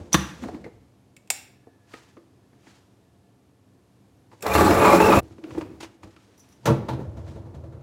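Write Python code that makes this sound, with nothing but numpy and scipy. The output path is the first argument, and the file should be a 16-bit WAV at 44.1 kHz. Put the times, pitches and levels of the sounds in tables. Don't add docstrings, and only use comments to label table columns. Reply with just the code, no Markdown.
import sys
import numpy as np
from scipy import signal
from scipy.fft import rfft, irfft, next_fast_len
from scipy.io import wavfile
from scipy.ndimage import uniform_filter1d

SR = 44100
rng = np.random.default_rng(int(sys.argv[2]) if len(sys.argv) > 2 else 0)


def unload_audio(sound):
    columns = np.transpose(np.atleast_2d(sound))
    steps = np.round(np.clip(columns, -1, 1) * 32767)
    wavfile.write(sys.argv[1], SR, steps.astype(np.int16))


def nominal_scale(level):
    x = np.asarray(level, float) / 20
    return 10 ** x


N = 344862
TIME = np.arange(N) / SR
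CUT_S, CUT_FADE_S = 5.2, 0.014

# thump, hollow, mid, tick [Hz]
EDGES_HZ = (60, 250, 700, 3500, 15000)

# (frequency [Hz], density [dB per Hz])
HUM_COLOUR = [(15, -56), (25, -34), (108, -0.5), (166, -12), (200, -3), (223, -22), (256, -7.5), (463, -15),
              (531, -17.5), (624, -20), (1130, -26), (1740, -32.5), (2220, -32.5), (11900, -41.5),
              (16000, -55)]
HUM_DB = -59
# (frequency [Hz], level [dB])
MAINS = [(129, -70), (199.5, -72.5), (296, -76.5), (1750, -90)]
# (frequency [Hz], width [Hz], level [dB])
FRIDGE = [(255.9, 7.7, -70.5), (700, 14, -78.5)]
# (frequency [Hz], t60 [s])
ROOM_T60 = [(100, 0.74), (500, 0.4), (2500, 0.57), (8000, 0.33), (16000, 0.41)]
# (spoon [dB], blender [dB], lid [dB])
ROOM_DB = (-10, -10, -9.5)

# (peak time [s], level [dB], 40 dB rise [s], 40 dB fall [s])
RUSTLE = [(0.0, -57, 0.11, 0.5), (0.125, -41.5, 0.011, 0.81), (0.424, -48.5, .03, 0.23),
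          (0.48, -54, .05, 0.22), (0.646, -57.5, .03, 0.07), (0.55, -52.5, 0.22, -0.25),
          (4.33, -62.5, .08, 0.4), (1.94, -53, 0.16, .5), (2.05, -72, 0.17, .5), (2.675, -56.5, .18, .5),
          (2.77, -67, 0.79, 0.1), (5.325, -60, .05, .05), (5.24, -64, 0.031, 2.5),
          (5.445, -51.5, .12, -0.25), (5.515, -53.5, 0.092, 0.34), (5.575, -50, .12, -0.2),
          (5.62, -52, 0.098, 0), (5.806, -41, .008, 0.1), (5.834, -41, 0.048, 0.09),
          (5.88, -60.5, .1, 0.25), (6.034, -50.5, 0.022, 0.07), (6.06, -64, 0.054, 1),
          (6.165, -66.5, .02, 1.9), (6.52, -65.5, 1.2, 0.5), (6.645, -58.5, 0.11, 1.5),
          (7.548, -62, .01, .1), (7.172, -60, .01, .08), (7.174, -67.5, 0.079, 2.8),
          (7.285, -56, 0.066, 0.27)]
# (frequency [Hz], density [dB per Hz])
RUSTLE_COLOUR = [(290, -47.5), (500, -16), (562, -7.5), (773, -6), (880, -2), (1050, -5), (6800, -13.5),
                 (16000, -35)]
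# (peak time [s], level [dB], rise [s], fall [s], deep sway [dB rel])
SHAKE = [(0.0, -36.5, .1, 0.4, -3.5), (0.3, -45.5, 0.22, .9, -14), (0.45, -33.5, 0.17, 0.56, -5),
         (0.677, -39, 0.11, 0.075, -13), (0.751, -62, 0.29, 0.56, 9), (5.22, -40.5, 0.05, 0.25, 4),
         (5.5, -43.5, 0.53, 0.36, -14), (5.582, -29, 0.13, 0.1, -10), (5.66, -42, .2, 0.53, -4.5),
         (6.05, -43, 0.096, 0.23, -1.5), (6.3, -55.5, 0.21, 0.37, -20), (6.72, -25.5, 0.12, 0.61, -14),
         (6.93, -30, 0.21, .12, -4), (6.99, -29, 0.11, 0.29, -16.5), (7.1, -41, 0.49, 5.9, 3.5),
         (7.8, -48.5, 2.9, 0.44, 0)]
# (frequency [Hz], level [dB], t60 [s])
WORKTOP = [(78, -6.5, 0.43), (130, 11.5, 0.13), (207, -3, 0.047), (328, 0.5, 0.29), (464, -1, 0.076),
           (570, -2, 0.051), (655, -6, 0.038), (910, 1.5, 0.021), (1090, -5.5, .02), (1340, -3.5, 0.025),
           (1710, -4, 0.099), (2624, -23.5, 0.02), (3770, -17.5, 0.0025), (6037, -16, 0.0033)]
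# (peak time [s], level [dB], rise [s], fall [s])
TWIST = [
    (5.25, -50.5, .05, 0.23),
    (5.47, -43, .1, .5),
    (5.6, -39.5, 0.28, 0.44),
    (5.76, -48, .4, 0.18),
]

# (time [s], tick [dB], thump [dB rel], hollow [dB rel], mid [dB rel])
SPOON_HITS = [
    (0.129, -10, -25, -16, -11),
]
# (frequency [Hz], level [dB], t60 [s])
SPOON = [(1150, -19, 0.0075), (3600, -17, 0.011), (5980, 1.5, 0.015), (7300, -8.5, 0.023),
         (9750, -9.5, 0.0088), (11027, -12.5, 0.012)]
# (time [s], mid [dB], thump [dB rel], hollow [dB rel], tick [dB rel])
CLACK_HITS = [
    (0.1425, -5.5, -2, -10, -9.5),
    (0.148, -12, -1, -10, -8.5),
]
# (frequency [Hz], level [dB], t60 [s])
CLACK = [(74, 6, 0.46), (186, -2.5, 0.071), (324.8, -7.5, 0.033), (1140, 0, 0.0069), (1640, -4, 0.011),
         (2770, -10, 0.0025), (3516, -5.5, .006), (5850, -6.5, 0.0069), (7464, -10.5, 0.013)]
# (time [s], mid [dB], thump [dB rel], hollow [dB rel], spot pitch [Hz])
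TUB_HITS = [(0.435, -28, 5.5, -20, 700), (0.484, -31, -10, 1, 700), (0.544, -42, 11, 6, 1030),
            (0.641, -40, -18, 4.5, 2060), (0.662, -47, -8, 12, 850), (1.668, -58.5, 0.5, 17, 746),
            (1.936, -33, -10, -2.5, 1890), (2.167, -49.5, -30.5, 9, 1194), (2.529, -57.5, 7, -6, 702),
            (2.668, -47.5, -22, 1.5, 886), (4.315, -46.5, -14, -6, 880), (4.33, -49, -25.5, 7.5, 885)]
# (frequency [Hz], level [dB], t60 [s])
TUB = [(90.6, -10.5, 0.16), (267, 5, 0.064), (329.9, 6, 0.1), (435, 0, 0.028), (1924, -8.5, 0.003),
       (4233, -11.5, 0.0036)]
# (time [s], mid [dB], thump [dB rel], hollow [dB rel], tick [dB rel])
JAR_HITS = [
    (1.165, -48.5, -4, -14, 5.5),
    (1.274, -51.5, -30, -20, -2),
    (1.302, -14.5, -45, -20, 6),
    (4.407, -52.5, -3, 2, 4),
    (4.425, -36, -6, 1.5, 5.5),
]
# (frequency [Hz], level [dB], t60 [s])
JAR = [(800, 2, .02), (1650, -7, .008), (2560, 9, .012), (3600, -9, .004), (4950, -6, .008),
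       (5500, 5, .012), (6500, -5, .008), (7300, 6, .006), (8240, -4, .008), (2270, 7, .012)]
# (peak time [s], pitch [Hz], level [dB], rise [s], fall [s])
DRUMS = [(0.44, 255, -29, .06, .08), (0.552, 305, -31, .06, .06), (0.666, 480, -37, .02, .08),
         (1.675, 450, -52, .02, .06), (2.2, 330, -54, .05, .15), (5.225, 330, -42, .04, .1),
         (5.39, 330, -47, .04, .06), (5.445, 310, -34, .04, .08), (5.485, 320, -38, .05, .1),
         (5.583, 320, -18.5, .025, .045), (5.625, 320, -30, .05, .035), (5.76, 320, -44, .2, .15),
         (6.168, 1300, -50, .015, .04), (6.68, 930, -24, .05, .1), (6.685, 460, -21, .05, .15),
         (6.7, 130, -21, .1, .18), (6.93, 128, -30, .1, .1), (7.0, 130, -33, .1, .15),
         (7.47, 500, -50, .02, .08), (7.64, 550, -48, .015, .08), (7.73, 500, -50, .02, .08),
         (1.94, 1250, -44, .015, .06)]
# (time [s], level [dB])
PAN = [
    (1.4, -80.5),
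    (1.75, -74),
    (2.1, -78),
    (2.25, -90),
    (2.56, -80),
    (2.7, -91),
    (3.3, -84.5),
]
PAN_HZ = 1720

# (time [s], commutator [Hz], effort [dB], bite of thick mix [dB], whine [dB])
MOTOR = [
    (4.5, 2400, -25, -4, -48),
    (4.64, 2361, -14.5, 2, -51),
    (4.77, 2330, -16, -1, -43),
    (4.83, 2470, -14, -1.5, -32),
    (4.91, 2395, -14.5, -2, -31),
    (4.968, 2502, -17, 2.5, -35.5),
    (5.04, 2696, -14.5, -0.5, -31.5),
    (5.145, 2400, -13.5, -0.5, -35.5),
    (5.2, 2620, -23, -0.5, -41),
]
SWITCH_ON_S, SPIN_UP_S, COMMUTATOR_BARS, WHINE_BEAT_HZ, FEET_HZ = 4.42, 0.028, 12, 46.32, 71.3
# (level over effort [dB], gain per bite [dB/dB])
GROWL = (0, 0.81)
CHURN = (.5, -0.77)
RATTLE = (-9.5, -0.45)
# (frequency [Hz], width [Hz], level [dB])
BLENDER_BODY = [(72, 7.4, 4.5), (123, 29, -5), (190, 26, 3.5), (334, 77, 5.5), (430, 31, 11.5),
                (564, 66, 0.5), (708.4, 30, -1), (845, 52, -1.5), (1000, 71, -5), (1180, 68, -0.5),
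                (1560, 82, -15.5), (1990, 580, -34), (2246, 49, -15), (2690, 90, -19)]
# (frequency [Hz], density [dB per Hz])
BLENDER_AIR = [(710, -50.5), (1200, 5), (1750, -4), (2620, -15), (3050, -29), (4170, -28.5), (4800, -32),
               (7410, -27), (8440, -31.5), (15750, -29.5), (16100, -46.5)]
# (frequency [Hz], width [Hz], level over air noise [dB])
HOUSING = [(3640, 260, 7), (4200, 290, 3.5), (5400, 580, -1), (7340, 690, -7), (10900, 860, -9)]
# (peak time [s], level [dB], rise [s], fall [s])
SHUDDERS = [
    (4.6, -21.5, 0.27, 0.38),
    (4.75, -25, .15, .9),
    (5.05, -27, .2, .2),
    (5.17, -25.5, .2, .3),
]
# (peak time [s], level [dB], rise [s], fall [s])
SPRAY = [
    (4.426, -37, 0.01, 0.071),
    (4.467, -34.5, .04, 0.22),
    (4.55, -27.5, 0.13, 1.1),
    (4.92, -30.5, 0.88, 4.5),
]
# (time [s], mid [dB], thump [dB rel], hollow [dB rel], spot pitch [Hz])
LUMP_HITS = [(4.454, -27.5, -19, 0.5, 703), (4.464, -16.5, -19, -11.5, 762),
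             (4.551, -6.5, -12.5, -8.5, 703), (4.579, -10.5, -8.5, -14.5, 1170),
             (4.607, -10.5, -5.5, 1, 703), (4.708, -9.5, -1.5, -11, 845), (4.847, -8.5, -15.5, -6.5, 1000),
             (4.9, -18.5, -31, -11.5, 1180), (4.931, -10.5, -13.5, 0, 834), (5.002, -7, -13, -1.5, 861),
             (5.123, -9.5, -18, -20.5, 1160), (5.134, -15.5, -5.5, -3, 904)]
# (peak time [s], pitch [Hz], level [dB], rise [s], fall [s])
SURGES = [(4.44, 450, -31, 0.027, .05), (4.47, 1998, -34, 0.032, .08), (4.487, 558.7, -26, .1, .08),
          (4.52, 2422, -30, .08, 0.077), (4.556, 2720, -29, .03, .05), (4.556, 2157, -30, .03, .08),
          (4.59, 1170, -21, .06, 0.11), (4.612, 1768, -28, .04, .1), (4.635, 330, -21, .07, .07),
          (4.67, 300, -20, .06, .1), (4.68, 847, -21, .15, .1), (4.712, 690, -17, .015, .1),
          (4.775, 430, -19.5, .08, .1), (4.835, 421.8, -18, 0.16, .15), (4.855, 978, -17, .06, .2),
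          (4.885, 1222, -22, .1, .08), (4.88, 2180, -30.5, .15, .1), (4.915, 1190, -23, .1, 0.092),
          (4.928, 2121, -28, 0.035, .08), (4.935, 561.3, -15.5, 0.071, 0.14), (4.945, 853, -20, .12, 0.13),
          (4.965, 200, -19, .08, .1), (5.008, 862.4, -18, .03, .1), (5.01, 1280, -24, .04, .1),
          (5.05, 420, -20.5, .1, .1), (5.095, 306.6, -19, .1, .15), (5.125, 1185, -15, .015, .1),
          (5.137, 855, -19, .05, .07), (5.172, 195, -18, .08, .08), (5.185, 2626, -32.5, .1, .1)]
# (peak time [s], pitch [Hz], level [dB], rise [s], fall [s])
FIZZ = [(4.545, 11000, -40, .02, .3), (4.56, 4200, -36, .05, .3), (4.6, 7900, -41, .1, .15),
        (4.652, 7700, -38, .05, .06), (4.665, 4150, -36, .1, .15), (4.72, 5200, -40, .1, .2),
        (4.79, 10300, -44, .1, .3), (4.86, 7350, -39, .15, .3), (4.88, 4100, -38, .2, .2),
        (4.95, 7300, -41, .1, .2), (4.95, 5300, -41, .2, .2), (5.07, 5400, -38, .2, .2),
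        (5.02, 6700, -40, .05, .05), (5.165, 7200, -40, .1, .1), (5.15, 10600, -43, .15, .15)]
# (time [s], tick [dB], mid [dB rel])
CHIPS = [
    (4.4238, -26.5, -14),
    (4.466, -26, -2.5),
    (4.543, -28, -9.5),
    (4.608, -25.5, 0.5),
    (4.653, -27.5, -9.5),
    (4.901, -23, -18),
    (4.931, -24, -18),
    (5.188, -28.5, -15),
    (5.231, -52, -15),
]
# (frequency [Hz], level [dB], t60 [s])
CHIP = [(4200, -4.5, .006), (5300, -4.5, .005), (7700, 3, 0.0072), (10700, -1, .006), (14100, -1, .004)]

# (time [s], mid [dB], thump [dB rel], hollow [dB rel], spot pitch [Hz])
LID_HITS = [(5.307, -51.5, 11, 4.5, 696), (5.329, -55, 7, -22, 805), (5.381, -45.5, 6.5, 5, 930),
            (5.438, -38, -31, 0, 1390), (5.506, -36.5, 2, -3, 980), (5.547, -36, -14, 5, 825),
            (5.575, -39, -21, 8, 890), (5.61, -31, -17, 4.5, 930), (5.62, -42, 6, 6, 851),
            (5.713, -49, 11, -5, 927), (5.805, -37, -2, -15, 842), (5.828, -33, -7, -5, 2860),
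            (5.844, -35.5, -19, -9, 857), (6.032, -36, -20, -9, 850), (6.071, -50.5, -2.5, 3.5, 807),
            (6.163, -42.5, -13, -23.5, 1270)]
# (frequency [Hz], level [dB], t60 [s])
LID = [(109.2, 15, 0.11), (248, 2, 0.041), (320, 19.5, 0.06), (2400, -11.5, 0.003), (4600, -16, 0.0026)]
# (time [s], level [dB])
BANGLES = [
    (6.3762, -52),
    (6.3932, -48.5),
    (6.487, -54),
    (6.52, -52.5),
]
# (frequency [Hz], level [dB], t60 [s])
BANGLE = [(5850, -7, 0.0087), (7110, -15, .015), (8774, -17, .015), (9900, -16, 0.014), (12790, -23, .008)]
# (time [s], mid [dB], thump [dB rel], hollow [dB rel], tick [dB rel])
DROP_HITS = [
    (6.655, -17, -7, -1, -9.5),
    (6.673, -19.5, 6.5, 6, -37),
    (6.699, -31, 19, 16.5, -35.5),
    (6.884, -26.5, 0, 4, -17),
    (6.929, -35, 11.5, 1, -29.5),
]
# (time [s], mid [dB])
ROCK_HITS = [
    (6.999, -47),
    (7.17, -46.5),
    (7.264, -49),
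    (7.355, -48),
    (7.452, -54.5),
    (7.541, -49.5),
    (7.636, -52),
    (7.722, -53.5),
    (7.805, -58),
]
# (thump [dB rel], hollow [dB rel], tick [dB rel])
ROCK_REL_DB = (15, 4.5, -16)


def level(x, db=0):
    return x * nominal_scale(db) / np.sqrt(np.mean(x ** 2))


def noise():
    return rng.standard_normal(N)


def band(x, low_hz, high_hz):
    return signal.sosfilt(signal.butter(2, (low_hz, high_hz), "band", fs=SR, output="sos"), x)


def colour(x, points):
    hz, db = np.transpose(points)
    f = np.maximum(np.fft.rfftfreq(len(x), 1 / SR), 1)
    gain = nominal_scale(np.interp(np.log(f), np.log(hz), db))
    return level(irfft(rfft(x) * gain, len(x)))


def ring(x, centres_hz, widths_hz, gains):
    size = next_fast_len(len(x))
    f = np.fft.rfftfreq(size, 1 / SR)
    response = 0
    for c, w, g in zip(centres_hz, widths_hz, gains):
        response = response + g / (1 + 2j * (f - c) / w) + g / (1 + 2j * (f + c) / w)
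    return irfft(rfft(x, size) * response, size)[:len(x)]


def flicker(rate_hz, db):
    k = int(SR / rate_hz)
    steps = np.repeat(rng.standard_normal(N // k + 1), k)
    return nominal_scale(db * uniform_filter1d(steps, k)[:N])


def swells(rows, lift_db=0):
    power = np.zeros(N)
    for (s, db, rise_s, fall_s, *_), extra_db in zip(rows, np.broadcast_to(lift_db, len(rows))):
        span = slice(max(int((s - 2 * rise_s) * SR), 0), int((s + 2 * fall_s) * SR))
        distance = np.maximum((s - TIME[span]) / rise_s, (TIME[span] - s) / fall_s)
        power[span] += nominal_scale(db + extra_db - 40 * distance) ** 2
    return np.sqrt(power)


def hits(rows, modes, crack, contact_s, tick_db=None, spread_db=4.0, lead=2, soft=0.042):
    t = np.arange(2 ** 14) / SR
    out = np.zeros(N + len(t))
    spots = tick_db is not None
    contact = max(contact_s, 2e-4)
    shape = (1 - np.exp(-t / (soft * contact))) * np.exp(-t / contact)
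    for s, main_db, *rel_db, last in rows:
        hz, db, t60 = np.transpose(list(modes) + [(last, 1.5, 0.014)] * spots)
        push = rng.standard_normal(len(t)) * shape
        push = irfft(rfft(push) / (np.abs(rfft(push)) + 1e-12))
        push = push * shape / uniform_filter1d(np.abs(push) + 1e-12, size=48)
        chance = rng.standard_normal((2, len(hz)))
        mode_hz = hz * (1 + 0.006 * chance[0])
        mode_gain = nominal_scale(db + spread_db * chance[1])
        body = ring(push, mode_hz, np.log(1000) / np.pi / t60, mode_gain) + crack * push
        mid_top_hz = min(2.78 * last, 3500) if spots else 3500
        tops_hz = (EDGES_HZ[1], EDGES_HZ[2], mid_top_hz, EDGES_HZ[4])
        side_db = main_db + np.array(rel_db + [tick_db if spots else last])
        gains_db = np.insert(side_db, lead, main_db)
        start = int(s * SR)
        for i, (low_hz, high_hz, part_db) in enumerate(zip(EDGES_HZ, tops_hz, gains_db)):
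            part = band(body, low_hz, high_hz) * (-1) ** i
            out[start:start + len(t)] += part * nominal_scale(part_db) / np.abs(part).max()
    return out[:N]


def surges(rows, width_hz, clean, rough):
    t = np.arange(2 ** 14) / SR
    out = np.zeros(N + len(t))
    ago = t - t.mean()
    for s, hz, db, rise_s, fall_s in rows:
        grain = level(ring(rng.standard_normal(len(t)), [hz], [width_hz], [1]))
        tone = clean * np.sin(2 * np.pi * hz * t) + rough * grain
        start = int((s - t.mean()) * SR)
        out[start:start + len(t)] += tone * nominal_scale(db - 48 * np.maximum(-ago / rise_s, ago / fall_s) ** 1.2)
    return out[:N]


def room(x, wet_db):
    t, tail = np.arange(SR) / SR, 0
    hz, t60 = np.transpose(ROOM_T60)
    for centre_hz in 60 * 2. ** np.arange(8.1):
        decay_s = np.interp(np.log(centre_hz), np.log(hz), t60)
        octave = band(rng.standard_normal(SR), centre_hz / np.sqrt(2), centre_hz * np.sqrt(2))
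        tail = tail + octave * np.exp(-np.log(1000) * t / decay_s)
    tail = tail * (1 - np.exp(-t / 0.0015))
    return x + signal.fftconvolve(x, tail * nominal_scale(wet_db) / np.sqrt(np.sum(tail ** 2)))[:N]


def hum():
    return colour(noise(), HUM_COLOUR) * flicker(2.1, 0.8) * nominal_scale(HUM_DB)


def mains():
    return sum(np.sqrt(2) * np.sin(2 * np.pi * hz * TIME) * nominal_scale(db) * flicker(6, 2.7) for hz, db in MAINS)


def fridge():
    return sum(level(ring(noise(), [hz], [width_hz], [1]), db) for hz, width_hz, db in FRIDGE)


def hands():
    rub = colour(noise() * flicker(93, 1.7), RUSTLE_COLOUR) * swells(RUSTLE)
    hz, db, t60 = np.transpose(WORKTOP)
    stir = ring(noise(), hz, 12.0 / t60, nominal_scale(db))
    shake = level(band(stir, 130, 450), -3.5) * swells(SHAKE)
    sway = level(band(stir, 64, 120)) * swells(SHAKE, np.transpose(SHAKE)[4])
    twist = level(ring(noise(), [320], [30], [1])) * swells(TWIST)
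    return rub + shake + sway + twist


def spoon():
    strike = hits(SPOON_HITS, SPOON, 0.017, contact_s=0.0072, lead=3)
    clack = hits(CLACK_HITS, CLACK, 0.17, contact_s=0.005)
    tub = hits(TUB_HITS, TUB, 0.09, contact_s=0.008, tick_db=-21, soft=0.18)
    jar = hits(JAR_HITS, JAR, 0.45, contact_s=0.0059)
    return strike + clack + tub + jar


def drums():
    return surges(DRUMS, 40, clean=1.1, rough=0.3)


def pan():
    s, db = np.transpose(PAN)
    gain = nominal_scale(np.interp(TIME, s, db, left=-140, right=-140))
    return level(band(noise(), PAN_HZ - 35, PAN_HZ + 35)) * gain


def blender():
    s, hz, effort_db, bite_db, whine_db = np.transpose(MOTOR)
    turns = np.cumsum(np.interp(TIME, s, hz) * flicker(150, 0.17)) / SR / COMMUTATOR_BARS

    def share(law):
        return nominal_scale(np.interp(TIME, s, effort_db + law[0] + law[1] * bite_db))

    beats = np.diff(np.floor(2 * turns), prepend=0) * noise() * flicker(45, 1.3)
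    slurry = level(beats) + 0.86 * noise() * flicker(60, 0.83)
    centre_hz, width_hz, db = np.transpose(BLENDER_BODY)
    body = ring(slurry, centre_hz, width_hz, nominal_scale(db) * (-1) ** np.arange(len(db)))
    air = colour(noise(), BLENDER_AIR)
    centre_hz, width_hz, db = np.transpose(HOUSING)
    air = air + ring(air, centre_hz, width_hz, nominal_scale(db))

    feet = level(ring(slurry, [FEET_HZ], [14], [1])) * swells(SHUDDERS)
    growl = level(band(body, 120, 441)) * share(GROWL)
    churn = level(band(body, 514, 1300)) * share(CHURN)
    rattle = level(band(level(body) + 0.2 * air, 1300, 4600)) * share(RATTLE)
    hiss = level(band(air, 3300, 17000)) * flicker(90, 2.1) * swells(SPRAY)
    whine = np.sqrt(2) * np.sin(2 * np.pi * COMMUTATOR_BARS * turns) * flicker(130, 2.3)
    whine = whine * nominal_scale(np.interp(TIME, s, whine_db))
    beat_turns = np.cumsum(WHINE_BEAT_HZ * flicker(20, 1.5)) / SR
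    whine = whine * (1 + 0.95 * np.sin(2 * np.pi * beat_turns))

    running = (1 - np.exp(-np.clip(TIME - SWITCH_ON_S, 0, None) / SPIN_UP_S)) ** 2
    return (growl + churn + rattle + whine + feet) * running + hiss * (TIME > SWITCH_ON_S)


def chips():
    rows = [(s, db, -60, -60, mid_db) for s, db, mid_db in CHIPS]
    return hits(rows, CHIP, 0.3, contact_s=0.0027, lead=3)


def jar_surges():
    return surges(SURGES, 70, clean=0.9, rough=0.8)


def lumps():
    hz, width_hz, db = np.transpose(BLENDER_BODY)
    modes = np.transpose([hz, db, 3.4 / width_hz])
    return hits(LUMP_HITS, modes, 0.023, contact_s=0.0065, tick_db=-25.5)


def fizz():
    return surges(FIZZ, 420, clean=0, rough=1)


def lid():
    knocks = hits(LID_HITS, LID, 0.13, contact_s=0.0055, tick_db=-22, soft=0.2)
    drop = hits(DROP_HITS, WORKTOP, 0.2, contact_s=0.019, soft=0.12)
    rock = hits([(*row, *ROCK_REL_DB) for row in ROCK_HITS], WORKTOP, 0.056, contact_s=0.033)
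    return knocks + drop + rock


def bangles():
    rows = [(s, db, -60, -60, -40) for s, db in BANGLES]
    return hits(rows, BANGLE, 0.04, contact_s=0.025, lead=3)


def scene():
    before = room(spoon(), ROOM_DB[0]) + room(lumps() + blender(), ROOM_DB[1]) + jar_surges() + fizz()
    fade = np.clip((CUT_S - TIME) / CUT_FADE_S + 0.5, 0, 1)
    after = room(lid() + bangles(), ROOM_DB[2])
    kitchen = hum() + mains() + fridge() + pan()
    mix = before * fade + after + hands() + drums() + chips() + kitchen
    return mix[None]


def band_limit(x):
    return signal.sosfilt(signal.butter(12, 16820, fs=SR, output="sos"), x)


def record(dry):
    mic = signal.sosfilt(signal.butter(3, 50, "high", fs=SR, output="sos"), dry)
    mic = 1.3 * np.tanh(mic / 1.3)
    mic = signal.sosfilt(signal.ellip(6, 0.3, 30, 15900, fs=SR, output="sos"), mic)
    return band_limit(mic)


dry = scene()
out = record(dry)
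unload_audio(out)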